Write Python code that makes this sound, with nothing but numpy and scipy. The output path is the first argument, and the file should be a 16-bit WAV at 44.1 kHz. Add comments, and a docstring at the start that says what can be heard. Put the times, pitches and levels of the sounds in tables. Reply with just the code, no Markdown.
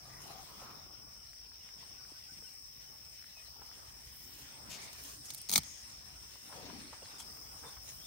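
"""Dusk in a grassy paddock. From the start, crickets and katydids drone on resonant wings over faint wind,
while a large calf close by shifts its feet and ears, with friction noise, soft knocks and dry ticks.
After a second a bird trills twice, and small birds or frogs pip. Near five seconds the calf tugs at
the grass: stalks snap, ever faster, until the tuft tears loose with low thumps at about 5.6 s.
More shuffling, knocks and pips follow, and the insects swell toward the end."""
import sys
import numpy as np
from scipy import signal
from scipy.fft import rfft, irfft, next_fast_len
from scipy.io import wavfile
from scipy.ndimage import map_coordinates

SR = 44100
rng = np.random.default_rng(int(sys.argv[2]) if len(sys.argv) > 2 else 0)


def wav_out(sig):
    """Save sig, one row per channel (or a flat mono array), as 16-bit PCM at SR to the path in sys.argv[1]."""
    wavfile.write(sys.argv[1], SR, np.round(np.clip(np.atleast_2d(sig).T, -1, 1) * 32767).astype(np.int16))


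N = 355446
T = np.arange(N) / SR
AGE = T[:SR // 2]   # seconds since the onset of a short event

# Likeness of the two channels, at large and for close snaps. Each row: frequency in Hz, correlation.
LIKENESS = [(60, 0.77), (110, 0.59), (200, 0.62), (380, 0.23), (700, 0.026), (1290, -0.14), (2380, -0.15),
            (4400, -0.03), (8120, -0.59), (15000, -0.16)]
NEAR_LIKENESS = [(60, 0.91), (130, 0.96), (290, 0.87), (640, 0.29), (1410, -0.075), (3100, 0.65),
                 (6820, -0.048), (15000, -0.13)]
# Lean of coloured noise. Each row: frequency in Hz, pan in dB (pan is always left minus right).
BALANCE = [(60, 2), (130, 0.5), (290, 1), (640, 1.5), (1410, 1), (3100, 2.0), (6820, 3), (15000, -5.5)]
# Spectra of the wind and of the crickets' wings. Each row: frequency in Hz, relative level in dB.
WIND_SPECTRUM = [(20, -40), (35, -13), (60, 4), (90, -3), (140, -7), (300, -40)]
CHORUS_SPECTRUM = [(4300, -56), (4650, -41), (5000, -8), (5280, 1.5), (5420, -4.5), (5570, 1), (5720, -5),
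                   (5900, -7), (6020, -23), (6400, -44)]
# Wind on the microphone. Each row: time in seconds, level in dB.
GUSTS = [(0.0, -65), (1.0, -64.5), (1.7, -68), (3.6, -65), (3.95, -62.5), (5.4, -64.5), (5.6, -57),
         (5.8, -66), (6.25, -61), (6.45, -74), (6.7, -59), (7.0, -67), (8.06, -60.5)]

# The far insects. Each row: time in seconds, cricket chorus level in dB, upper chorus level in dB.
INSECT_LEVELS = [(0.0, -55, -68), (0.4, -56.5, -66), (0.8, -54.5, -69), (2.3, -52.5, -63.5),
                 (3.4, -55.5, -65), (4.2, -56, -64), (5.1, -55.5, -61.5), (5.7, -54, -57.5),
                 (6.0, -54, -65.5), (6.85, -56.5, -60.5), (7.3, -53.5, -60), (8.06, -54.5, -64)]
# The nearer crickets. Each entry: wing pitch in Hz.
NEAR_WINGS_HZ = [5050, 5130, 5290, 5280, 5380, 5470, 5550, 5640, 5720, 5930]
# Swells of katydids and of low crickets. Each row: middle in seconds, length in seconds, rise in dB.
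KATYDID_SWELLS = [(0.5, 0.96, 4.5), (3.2, 4.1, 3.5), (4.29, 0.61, 8.6), (5.07, 0.4, 8.6), (6.4, 0.79, 3),
                  (7.4, 0.68, 6.7), (8.001, 1.2, 8.3)]
LOW_CRICKET_SWELLS = [(0.0, 0.88, 7), (2.13, 0.52, 6), (3.55, 0.5, 6), (5.5, 1.1, 8), (7.25, 1.5, 10.5)]
MEAN_STROKES_PER_S = 45
UPPER_HZ, UPPER_WIDTH_HZ = 8565, 1130
KATYDID_HZ, KATYDID_WIDTH_HZ, KATYDID_PER_S, KATYDID_DB = 15000, 2200, 65, -68
LOW_CRICKET_HZ, LOW_CRICKET_WIDTH_HZ, LOW_CRICKET_PER_S, LOW_CRICKET_DB = 4943, 190, 41.7, -69.5

# The falling notes of a bird's two trills. Each row: start in seconds, level in dB.
TRILL = [(1.261, -61), (1.312, -59), (1.337, -56), (1.374, -56), (1.407, -59), (1.453, -58), (1.488, -55),
         (1.533, -58), (2.0, -58), (2.026, -61), (2.05, -59), (2.077, -60), (2.109, -60), (2.149, -58),
         (2.185, -57), (2.229, -58), (2.265, -58)]
TRILL_NOTE_S, TRILL_FROM_HZ, TRILL_TO_HZ = 0.0162, 5200, 4430
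# Single pips. Each row: start and length in seconds, first and last pitch in Hz, level and pan in dB.
PIPS = [(1.285, 0.02, 4300, 3900, -63, 0), (1.6, 0.026, 2900, 2900, -65, 2),
        (2.22, 0.017, 1970, 1970, -64, 0), (2.717, .025, 3190, 3100, -67, 5),
        (1.978, 0.045, 1510, 1490, -65, 8.5), (2.14, 0.039, 1510, 1520, -67, 11),
        (2.28, 0.04, 1490, 1520, -61, 7), (2.438, 0.028, 1525, 1490, -63.5, 8),
        (2.433, 0.033, 3080, 3070, -65, 10), (2.462, 0.026, 2890, 2730, -61, 9),
        (2.865, 0.035, 3010, 3050, -66, 0), (3.28, 0.033, 4250, 3830, -64, 2),
        (3.35, 0.072, 2570, 2475, -58, 7), (3.452, 0.029, 4300, 3830, -61.5, -12),
        (6.87, 0.024, 4470, 3940, -56.5, 0), (6.89, 0.011, 4500, 3900, -57, 0),
        (7.017, 0.0146, 2600, 3000, -58, 0), (7.034, 0.033, 4550, 3800, -57, 2),
        (7.102, 0.021, 3780, 3730, -59, 0), (7.155, .03, 3700, 3600, -59, 0),
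        (7.641, 0.065, 3600, 3584, -61.5, 20), (8.014, 0.09, 3600, 3570, -57.5, 14),
        (7.995, 0.058, 3240, 3260, -61, 2)]
# Reflections off ground and shelter. Each row: delay in seconds, gain in dB.
ECHOES = [(.009, -13), (.021, -16), (0.039, -23)]

# Spectra of hide and feet, hollow scuffing, grass and dry leaf tips.
# Each row: frequency in Hz, relative level in dB.
HIDE_SPECTRUM = [(70, -1), (120, 5), (200, 3), (350, -4), (600, -27)]
SCUFF_SPECTRUM = [(300, -2), (480, -1.5), (750, 1.5), (1100, 1.5), (1500, -2.5), (2200, -33)]
GRASS_SPECTRUM = [(1200, -6.5), (1900, 4.5), (2500, 3.5), (4000, 2), (6500, 1.5), (7500, -11.5),
                  (9000, -17.5)]
TIPS_SPECTRUM = [(5500, 5), (6600, 11.5), (7500, 2.5), (8800, 13), (10500, 2.5), (13000, 3.5), (16000, -30)]
# The calf shifts its weight. Each row: middle and length in seconds, rise of hide and of scuff in dB.
SHIFTS = [(0.3, 1.0, 9.9, 13.8), (0.72, 0.63, 14, 13.4), (1.05, 0.54, 7.2, 9.3), (1.9, 0.75, 7.1, 7.5),
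          (2.4, 0.44, 8.6, 2.7), (2.95, 0.49, 1.8, 4), (3.75, 1, 1.9, 8.5), (4.3, 0.72, 6.1, 4.7),
          (4.72, 0.79, 16, 14.8), (5.25, 0.51, 13.5, 1.5), (5.62, 0.31, 16, 4.3), (6.1, 1, 9.1, 6.7),
          (6.68, 0.79, 18, 12.4), (7.2, 1, 9.6, 12.5), (7.65, 0.66, 11, 9), (8.06, 0.61, 7.4, 7.5)]
HIDE_DB, SCUFF_DB = -76, -72
# Rustling grass. Each row: time in seconds, grass level in dB, leaf tip level in dB.
RUSTLE_LEVELS = [(0.0, -65, -62), (0.3, -59, -55), (0.5, -58, -60.5), (0.7, -60, -57), (0.95, -66, -80),
                 (1.42, -64, -67.5), (1.7, -62, -66.5), (2.3, -62.5, -64), (2.7, -64, -66.5),
                 (3.4, -62, -65), (4.1, -61.5, -56.5), (4.45, -57, -58.5), (4.68, -58, -68),
                 (4.8, -50.5, -58), (4.95, -55.5, -57), (5.08, -61, -49.5), (5.2, -68, -57),
                 (5.33, -64, -51.5), (5.46, -61.5, -63), (5.62, -56.5, -57), (5.8, -59, -60.5),
                 (5.93, -61, -58), (6.2, -60.5, -63), (6.5, -57.5, -59.5), (6.65, -55, -65),
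                 (7.15, -58.5, -62.5), (7.7, -67, -55), (8.06, -67, -56.5)]
PATCH_S, PATCH_OCTAVES, PATCH_DB = .05, .15, 3.0
# Brushing strokes. Each row: start and length in seconds, centre and width in Hz, level and pan in dB.
BRUSHES = [(.001, .45, 135, 50, -64, 0), (.002, .19, 720, 150, -67, -2), (.047, .12, 1190, 100, -67, 5),
           (.09, .2, 1940, 250, -65, -3), (.251, .19, 750, 120, -59, 10), (.482, .09, 1050, 250, -63, -1),
           (.593, .15, 1120, 500, -58, -4), (.678, .12, 950, 700, -63, 0), (2.721, .27, 130, 60, -69, 0),
           (4.126, .14, 12000, 8000, -63, -6), (4.201, .3, 260, 120, -68, 0),
           (4.695, .085, 4400, 6000, -50, 8), (4.701, .07, 13000, 5000, -62, 0),
           (4.703, .07, 2600, 1100, -53, 4), (4.706, .06, 6300, 1500, -54, 5),
           (4.814, .056, 6000, 7000, -55, 4), (5.029, .085, 280, 25, -64, 2),
           (5.035, .13, 4500, 6000, -58, 1), (5.156, .07, 297, 25, -65, -1),
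           (5.253, .022, 6500, 7000, -52, -1), (5.376, .014, 8500, 10000, -49, -3),
           (5.636, .2, 6450, 900, -59, 15), (6.493, .12, 770, 500, -58, 5), (6.523, .24, 470, 250, -61, 10),
           (6.541, .19, 725, 70, -62, 4), (6.552, .18, 910, 90, -65, 3), (6.642, .27, 240, 130, -55, 3),
           (6.686, .07, 1650, 120, -65, 3), (6.716, .063, 795, 120, -61, 5),
           (7.184, .05, 7000, 9000, -53, -5), (7.188, .044, 980, 400, -62, -4),
           (7.192, .037, 3240, 300, -56, 4), (7.198, .013, 5000, 7000, -49, 12),
           (7.627, .064, 460, 150, -60, 5)]
# Soft knocks. Each row: start in seconds, peak in dB, body pitch in Hz, t60 in seconds, pan in dB.
KNOCKS = [(0.302, -49, 730, 0.071, 10), (0.614, -44.5, 680, 0.1, 1), (2.42, -55, 450, 0.057, 7),
          (3.615, -43, 820, 0.037, 4), (6.524, -42.5, 890, 0.058, 4), (6.697, -47, 950, 0.061, 17),
          (6.926, -41, 890, 0.096, 4), (7.021, -46, 490, 0.057, 0), (7.199, -47, 990, 0.022, 6),
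          (7.631, -46.5, 980, 0.41, -4), (7.765, -49, 1030, 0.067, -2)]
# Dry ticks. Each row: start in seconds, peak in dB, centre in Hz, pan in dB.
TICKS = [(1.13, -60, 900, 2), (1.333, -50, 1890, 4), (1.518, -52, 1460, 5), (1.69, -46.5, 2140, 3),
         (2.05, -51, 1720, 7), (2.118, -55, 300, 14), (2.389, -59, 301, 3), (2.423, -56, 1530, 12),
         (3.372, -57, 780, 11), (3.225, -48, 1910, 6), (3.243, -45.5, 1860, 2.5), (3.483, -54.5, 713, -5),
         (3.715, -49, 1590, 6), (3.225, -46, 11000, 0), (4.16, -39, 14800, 0), (5.098, -48, 13500, 0),
         (5.878, -44, 13500, 0), (5.9, -52, 10000, 0), (5.921, -43, 13000, 0), (5.0375, -39, 12000, -3),
         (5.347, -30, 13000, -3), (6.357, -50, 950, 3.5), (6.856, -48, 1890, 1.5), (7.058, -45, 1900, 0)]

# Thumps as the tuft tears loose. Each row: start in seconds, level in dB, pitch in Hz, t60 in seconds.
THUMPS = [(5.5, -39.5, 200, 0.046), (5.521, -40, 191, 0.08), (5.534, -34.5, 191, 0.045),
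          (5.549, -40, 170, 0.08), (5.565, -25, 208, 0.036), (5.585, -20.5, 156, 0.021),
          (5.595, -39, 92, 0.073)]
# Snapping stalks. Each row: start, rise time and t60 in seconds,
# levels of stalk, skin, low ring and high ring in dB, pan in dB.
SNAPS = [(4.929, .00055, 0.04, -48.5, -42, -51, -55, 2), (5.0364, .0003, .02, -48, -38, -67, -63, -3.5),
         (5.3034, .0004, 0.035, -35.5, -36, -61, -61, 0), (5.336, .0008, .034, -49, -38, -65, -65, -5),
         (5.3467, .00011, 0.02, -42, -29.5, -62, -60, -2), (5.4155, .0003, .02, -48, -32, -74, -68, 2),
         (5.488, .0005, 0.028, -38, -37, -63, -61, 0), (5.4941, 0.00023, 0.026, -28.5, -26, -37, -43, 0.5),
         (5.5027, .0006, 0.022, -35, -26, -55, -44, 1), (5.5145, .0003, 0.025, -31, -21, -46, -47, 1),
         (5.5247, .0004, 0.035, -29.5, -26.5, -40, -45, -4), (5.529, .0008, .014, -26, -28, -48, -43, 3),
         (5.5335, .0006, 0.029, -30.5, -23, -45, -49, 3), (5.5365, 0.00064, 0.019, -23, -19, -40, -44, 3),
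         (5.543, .001, 0.048, -38, -31, -47, -40, 5), (5.5535, 0.0018, .04, -30.5, -26, -41, -41, -6),
         (5.5573, 0.0013, 0.023, -12, -16, -27, -20.5, 1),
         (5.5665, 0.00052, .025, -29, -25, -38.5, -47, -5), (5.572, .002, 0.043, -32, -28, -47, -45, -4),
         (5.5778, 0.0016, 0.018, -17, -11.5, -30, -33, -3), (5.5845, .0005, 0.036, -36, -35, -42, -45, 2),
         (5.6332, .0002, .025, -44, -39.5, -60, -64, -1)]
# Spectra of tearing fibres and of crackling skin. Each row: frequency in Hz, relative level in dB.
STALK_SPECTRUM = [(300, -30), (900, -8.5), (1690, -22), (2260, -7), (2700, -19), (3190, -7.5), (4250, 1),
                  (5600, -5), (6080, 3), (8000, -9), (10400, -18), (17600, -120)]
SKIN_SPECTRUM = [(5500, -23), (7500, -37), (8600, 10), (10500, -4), (14500, 2), (16500, 2.5)]
# Modes of the breaking tuft. Each row: frequency in Hz, relative level in dB, t60 in seconds.
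LOW_MODES = [(413, -10, .03), (646, -6.5, 0.022), (890, -7, 0.037), (1265, -1.5, 0.026)]
HIGH_MODES = [(1920, -9.5, 0.027), (2200, -3.5, 0.025), (2385, -7, 0.034)]
MODE_SPREAD_DB, SKIN_DECAY_SHARE = 2, 0.9
WIDE_BELOW_HZ, CUTOFF_HZ = 11800, 16100


def amp(db):
    """Amplitude ratio of a level in decibels."""
    return 10 ** (np.asarray(db) / 20)


def rms_one(x):
    """Normalisation to unit mean power."""
    return x / np.sqrt(np.mean(x ** 2) + 1e-20)


def pan(db):
    """Direction by level difference: left and right gains db apart."""
    return amp([[db / 2], [-db / 2]])


def add(out, start, sound):
    """Superposition of a sound from its start in seconds."""
    i = round(start * SR)
    out[:, i:i + sound.shape[-1]] += sound[..., :N - i]


def in_time(rows):
    """Linear interpolation of each level column, one value a sample."""
    times, *columns = np.transpose(rows)
    return [np.interp(T, times, column) for column in columns]


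def at_hz(points, hz):
    """Interpolation on a logarithmic frequency axis."""
    frequencies, values = np.transpose(points)
    return np.interp(np.log(hz + 1), np.log(frequencies), values)


def swelling(base_db, rows):
    """Levels in dB, one per rise column: a base lifted by raised-cosine humps."""
    lift = 0
    for middle, length, *rises in rows:
        hump = np.cos(np.pi * np.clip((T - middle) / length, -.5, .5)) ** 2
        lift = lift + np.outer(rises, hump)
    return np.reshape(base_db, (-1, 1)) + lift


def burst(t60, rise_s):
    """A fast rise and an exponential decay of 60 dB in t60 seconds."""
    return (1 - np.exp(-AGE / rise_s)) * amp(-60 * AGE / max(t60, .003))


def drift(corner_hz):
    """Random fluctuation: low-passed noise of unit spread."""
    step = 40   # samples between knots
    knots = rng.standard_normal(N // step + 2002)
    r = np.exp(-2 * np.pi * corner_hz * step / SR)
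    slow = signal.lfilter([1], [1, -2 * r, r * r], knots)[2000:]
    return np.interp(np.arange(N) / step, np.arange(len(slow)), rms_one(slow))


def resonance(x, hz, width_hz):
    """A damped two-pole resonator with unit gain at its peak."""
    r = np.exp(-np.pi * width_hz / SR)
    gain = (1 - r * r) / 2
    return signal.lfilter([gain, 0, -gain], [1, -2 * r * np.cos(2 * np.pi * hz / SR), r * r], x)


def double_resonance(x, hz, width_hz):
    """Two equal resonators in cascade give a band with steeper skirts."""
    return resonance(resonance(x, hz, width_hz), hz, width_hz)


def coloured(x, spectrum, likeness=LIKENESS):
    """Mid-side mixing gives two independent noises a spectrum and a correlation, at unit power."""
    size = next_fast_len(N)
    hz = np.arange(size // 2 + 1) * SR / size
    mid, side = rfft(x, size) * amp(at_hz(spectrum, hz))
    alike = np.clip(at_hz(likeness, hz), -.99, .99)
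    mid, side = np.sqrt(1 + alike) * mid, np.sqrt(1 - alike) * side
    lean = amp(at_hz(BALANCE, hz) / 2)
    left_right = np.array([(mid + side) * lean, (mid - side) / lean])
    return rms_one(irfft(left_right, size)[:, :N])


def near_noise():
    """Half a second of noise, partly coherent between the sides."""
    shared, left, right = rng.standard_normal((3, SR // 2))
    return shared + .6 * np.array([left, right])


def uneven_noise(spectrum, level_db, grain_db, patchy_db):
    """Random amplitude modulation: noise jumps in fast grains and wanders in slow patches."""
    grains = amp(grain_db * drift(101) + patchy_db * drift(11.6))
    return amp(level_db) * coloured(grains * rng.standard_normal((2, N)), spectrum)


def wind():
    """Gusts on the microphone are low-frequency pressure fluctuations."""
    return uneven_noise(WIND_SPECTRUM, in_time(GUSTS)[0], grain_db=3.0, patchy_db=1.1)


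def cricket_chorus():
    """Many far wings sum incoherently to a noise band; a few nearer tones pulse out of it."""
    crowd = coloured(rng.standard_normal((2, N)) * amp(drift(13)), CHORUS_SPECTRUM)
    near = 0
    for hz, (pace, offset, lag) in zip(NEAR_WINGS_HZ, rng.standard_normal((len(NEAR_WINGS_HZ), 3))):
        strokes_per_s = MEAN_STROKES_PER_S * (1 + .3 * pace)
        strokes = np.cos(np.pi * strokes_per_s * T + offset + 1.5 * drift(15)) ** 2
        phase = 2 * np.pi * hz * T + 2.1 * drift(7.5)
        gain = amp(at_hz(CHORUS_SPECTRUM, hz) + 3.1 * drift(3.9))
        near = near + strokes * gain * np.sin(phase + [[0], [np.pi + 2.2 * lag]])
    return rms_one(crowd + 0.61 * rms_one(near) * pan(7.5))


def upper_chorus():
    """Smaller insects blur into noise shaped by a higher wing resonance, louder on the right."""
    shared, left, right = rng.standard_normal((3, N))
    drive = np.array([left + 0.53 * shared, right - 0.56 * shared]) * pan(-3.0)
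    return rms_one(double_resonance(drive, UPPER_HZ, UPPER_WIDTH_HZ)) * amp(2.1 * drift(5.8))


def katydids():
    """Periodic tooth strikes drive a resonance, rasping over the hiss of the neighbours."""
    strikes = (.5 + .5 * np.cos(2 * np.pi * KATYDID_PER_S * T)) ** 8
    drive = (1 + .7 * strikes * amp(3 * drift(1))) * rng.standard_normal(N)
    rasp = rms_one(double_resonance(drive, KATYDID_HZ, KATYDID_WIDTH_HZ))
    return amp(swelling(KATYDID_DB, KATYDID_SWELLS)) * rasp


def low_crickets():
    """Wing strokes modulate the noise that drives a narrow resonance, so that it throbs."""
    strokes = 0.3 + np.cos(np.pi * LOW_CRICKET_PER_S * (T - 0.0084)) ** 4
    drive = rng.standard_normal((2, N)) * strokes * amp(1.6 * drift(40))
    throb = rms_one(double_resonance(drive, LOW_CRICKET_HZ, LOW_CRICKET_WIDTH_HZ))
    return amp(swelling(LOW_CRICKET_DB, LOW_CRICKET_SWELLS)) * throb


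def chirp(length, from_hz, to_hz):
    """A linear frequency glide under a half-sine envelope."""
    progress = np.linspace(0, 1, round(length * SR))
    hz = from_hz + (to_hz - from_hz) * progress
    return np.sin(np.pi * progress) * np.sin(2 * np.pi * np.cumsum(hz) / SR)


def birds():
    """Multipath propagation: trills and pips arrive roughened by the air, then as reflections."""
    calls = np.zeros((2, N))
    for start, db in TRILL:
        add(calls, start, amp(db) * chirp(TRILL_NOTE_S, TRILL_FROM_HZ, TRILL_TO_HZ) * pan(1.0))
    for start, length, from_hz, to_hz, db, pan_db in PIPS:
        add(calls, start, amp(db) * chirp(length, from_hz, to_hz) * pan(pan_db))
    heard = calls * amp(2 * np.array([drift(150), drift(150)]) - 1)
    for delay, db in ECHOES:
        add(heard, delay, amp(db) * calls[::-1] * amp(4.9 * drift(120)))   # sides swapped
    return heard


def calf_rustle():
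    """Dense, uneven contacts of hide, feet, grass and leaf tips merge into friction noise."""
    hide_db, scuff_db = swelling([HIDE_DB, SCUFF_DB], SHIFTS)
    grass_db, tips_db = in_time(RUSTLE_LEVELS)
    return (uneven_noise(HIDE_SPECTRUM, hide_db, grain_db=4.0, patchy_db=1.5)
            + uneven_noise(SCUFF_SPECTRUM, scuff_db, grain_db=1.5, patchy_db=1.05)
            + uneven_noise(GRASS_SPECTRUM, grass_db, grain_db=0.5, patchy_db=1.5)
            + uneven_noise(TIPS_SPECTRUM, tips_db, grain_db=1.0, patchy_db=2.5))


def patchy(x):
    """Spectral modulation: narrow bands swell and sink as one blade or fold after another sounds."""
    hz, times, tiles = signal.stft(x, SR, nperseg=1024)
    chance = rng.standard_normal((200, 400))
    place = np.meshgrid(np.log2(1 + hz / 100) / PATCH_OCTAVES, times / PATCH_S, indexing="ij")
    gain = amp(PATCH_DB * map_coordinates(chance, place, order=1, mode="mirror"))
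    return signal.istft(tiles * rms_one(gain), SR, nperseg=1024)[1][:, :N]


def brushes():
    """Gritty friction starts quickly and fades; resonance gives each stroke its hollow colour."""
    out = np.zeros((2, N))
    for start, length, hz, width_hz, db, pan_db in BRUSHES:
        progress = np.clip(AGE / length, 0, 1)
        envelope = np.sin(np.pi * progress ** 0.59) ** 0.41
        rubbed = rms_one(resonance(resonance(near_noise(), hz, width_hz), hz, 1.1 * width_hz))
        add(out, start, amp(db) * envelope * rubbed * pan(pan_db))
    return out * amp(1.3 * drift(300))


def knocks():
    """A puff of noise excites a hollow body at its natural frequency; some of it stays broadband."""
    out = np.zeros((2, N))
    for start, db, hz, t60, pan_db in KNOCKS:
        puff = burst(t60, rise_s=0.003) * near_noise()
        knock = resonance(puff, hz, 0.2 * hz) + 0.6 * double_resonance(puff, 0.9 * hz, 1.2 * hz)
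        add(out, start, amp(db) * knock / np.abs(knock).max() * pan(pan_db))
    return out


def ticks():
    """One sharp contact excites a heavily damped resonance, which dies within a few cycles."""
    out = np.zeros((2, N))
    for start, db, hz, pan_db in TICKS:
        tick = double_resonance(burst(t60=.003, rise_s=.0001), hz, .6 * hz)
        add(out, start, amp(db) * tick / np.abs(tick).max() * pan(pan_db))
    return out


def thumps():
    """Low damped oscillations of the ground and the microphone body."""
    out = np.zeros((2, N))
    for start, db, hz, t60 in THUMPS:
        add(out, start, amp(db) * burst(t60, rise_s=0.0035) * np.sin(2 * np.pi * hz * AGE))
    return out


def tuft_ring(modes):
    """Free vibration: each mode decays from a random strength, with a random phase between the sides."""
    ring = 0
    for (hz, db, t60), (strength, lag) in zip(modes, rng.standard_normal((len(modes), 2))):
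        tone = np.sin(2 * np.pi * hz * AGE + [[0], [1.6 * lag]])
        ring = ring + amp(db + MODE_SPREAD_DB * strength) * burst(t60, rise_s=0.00046) * tone
    return ring


def stalk_snaps():
    """Fracture: fibres tear in a noise burst, the dry skin crackles on top, and the tuft rings."""
    fibre_envelope, skin_envelope, rings = np.zeros((3, 2, N))
    for start, rise_s, t60, stalk_db, skin_db, low_db, high_db, pan_db in SNAPS:
        sides = pan(pan_db)
        add(fibre_envelope, start, amp(stalk_db) * burst(t60, rise_s) * sides)
        add(skin_envelope, start, amp(skin_db) * burst(SKIN_DECAY_SHARE * t60, rise_s) * sides)
        ring = amp(low_db) * tuft_ring(LOW_MODES) + amp(high_db) * tuft_ring(HIGH_MODES)
        add(rings, start, ring * sides)
    fibres = coloured(rng.standard_normal((2, N)), STALK_SPECTRUM, NEAR_LIKENESS)
    skin = coloured(rng.standard_normal((2, N)), SKIN_SPECTRUM, NEAR_LIKENESS)
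    return fibre_envelope * fibres + skin_envelope * skin + rings


def scene():
    """Superposition of all sources, left and right."""
    chorus_db, upper_db = in_time(INSECT_LEVELS)
    choruses = amp(chorus_db) * cricket_chorus() + amp(upper_db) * upper_chorus()
    insects = choruses + katydids() + low_crickets()
    rustle = calf_rustle()
    background = insects + wind() + birds()
    return background + patchy(rustle) + brushes() + stalk_snaps() + knocks() + ticks() + thumps()


def record(dry):
    """Side cancellation narrows the highest treble; band limiting cuts the deepest bass and the top."""
    side = (dry[0] - dry[1]) / 2
    treble_side = signal.sosfiltfilt(signal.butter(8, WIDE_BELOW_HZ, "high", fs=SR, output="sos"), side)
    narrowed = np.array([dry[0] - .8 * treble_side, dry[1] + .8 * treble_side])
    bass_cut = signal.sosfilt(signal.butter(3, 36, "high", fs=SR, output="sos"), narrowed)
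    return signal.sosfilt(signal.cheby2(24, 60, CUTOFF_HZ, fs=SR, output="sos"), bass_cut)


dry = scene()
out = record(dry)
wav_out(out)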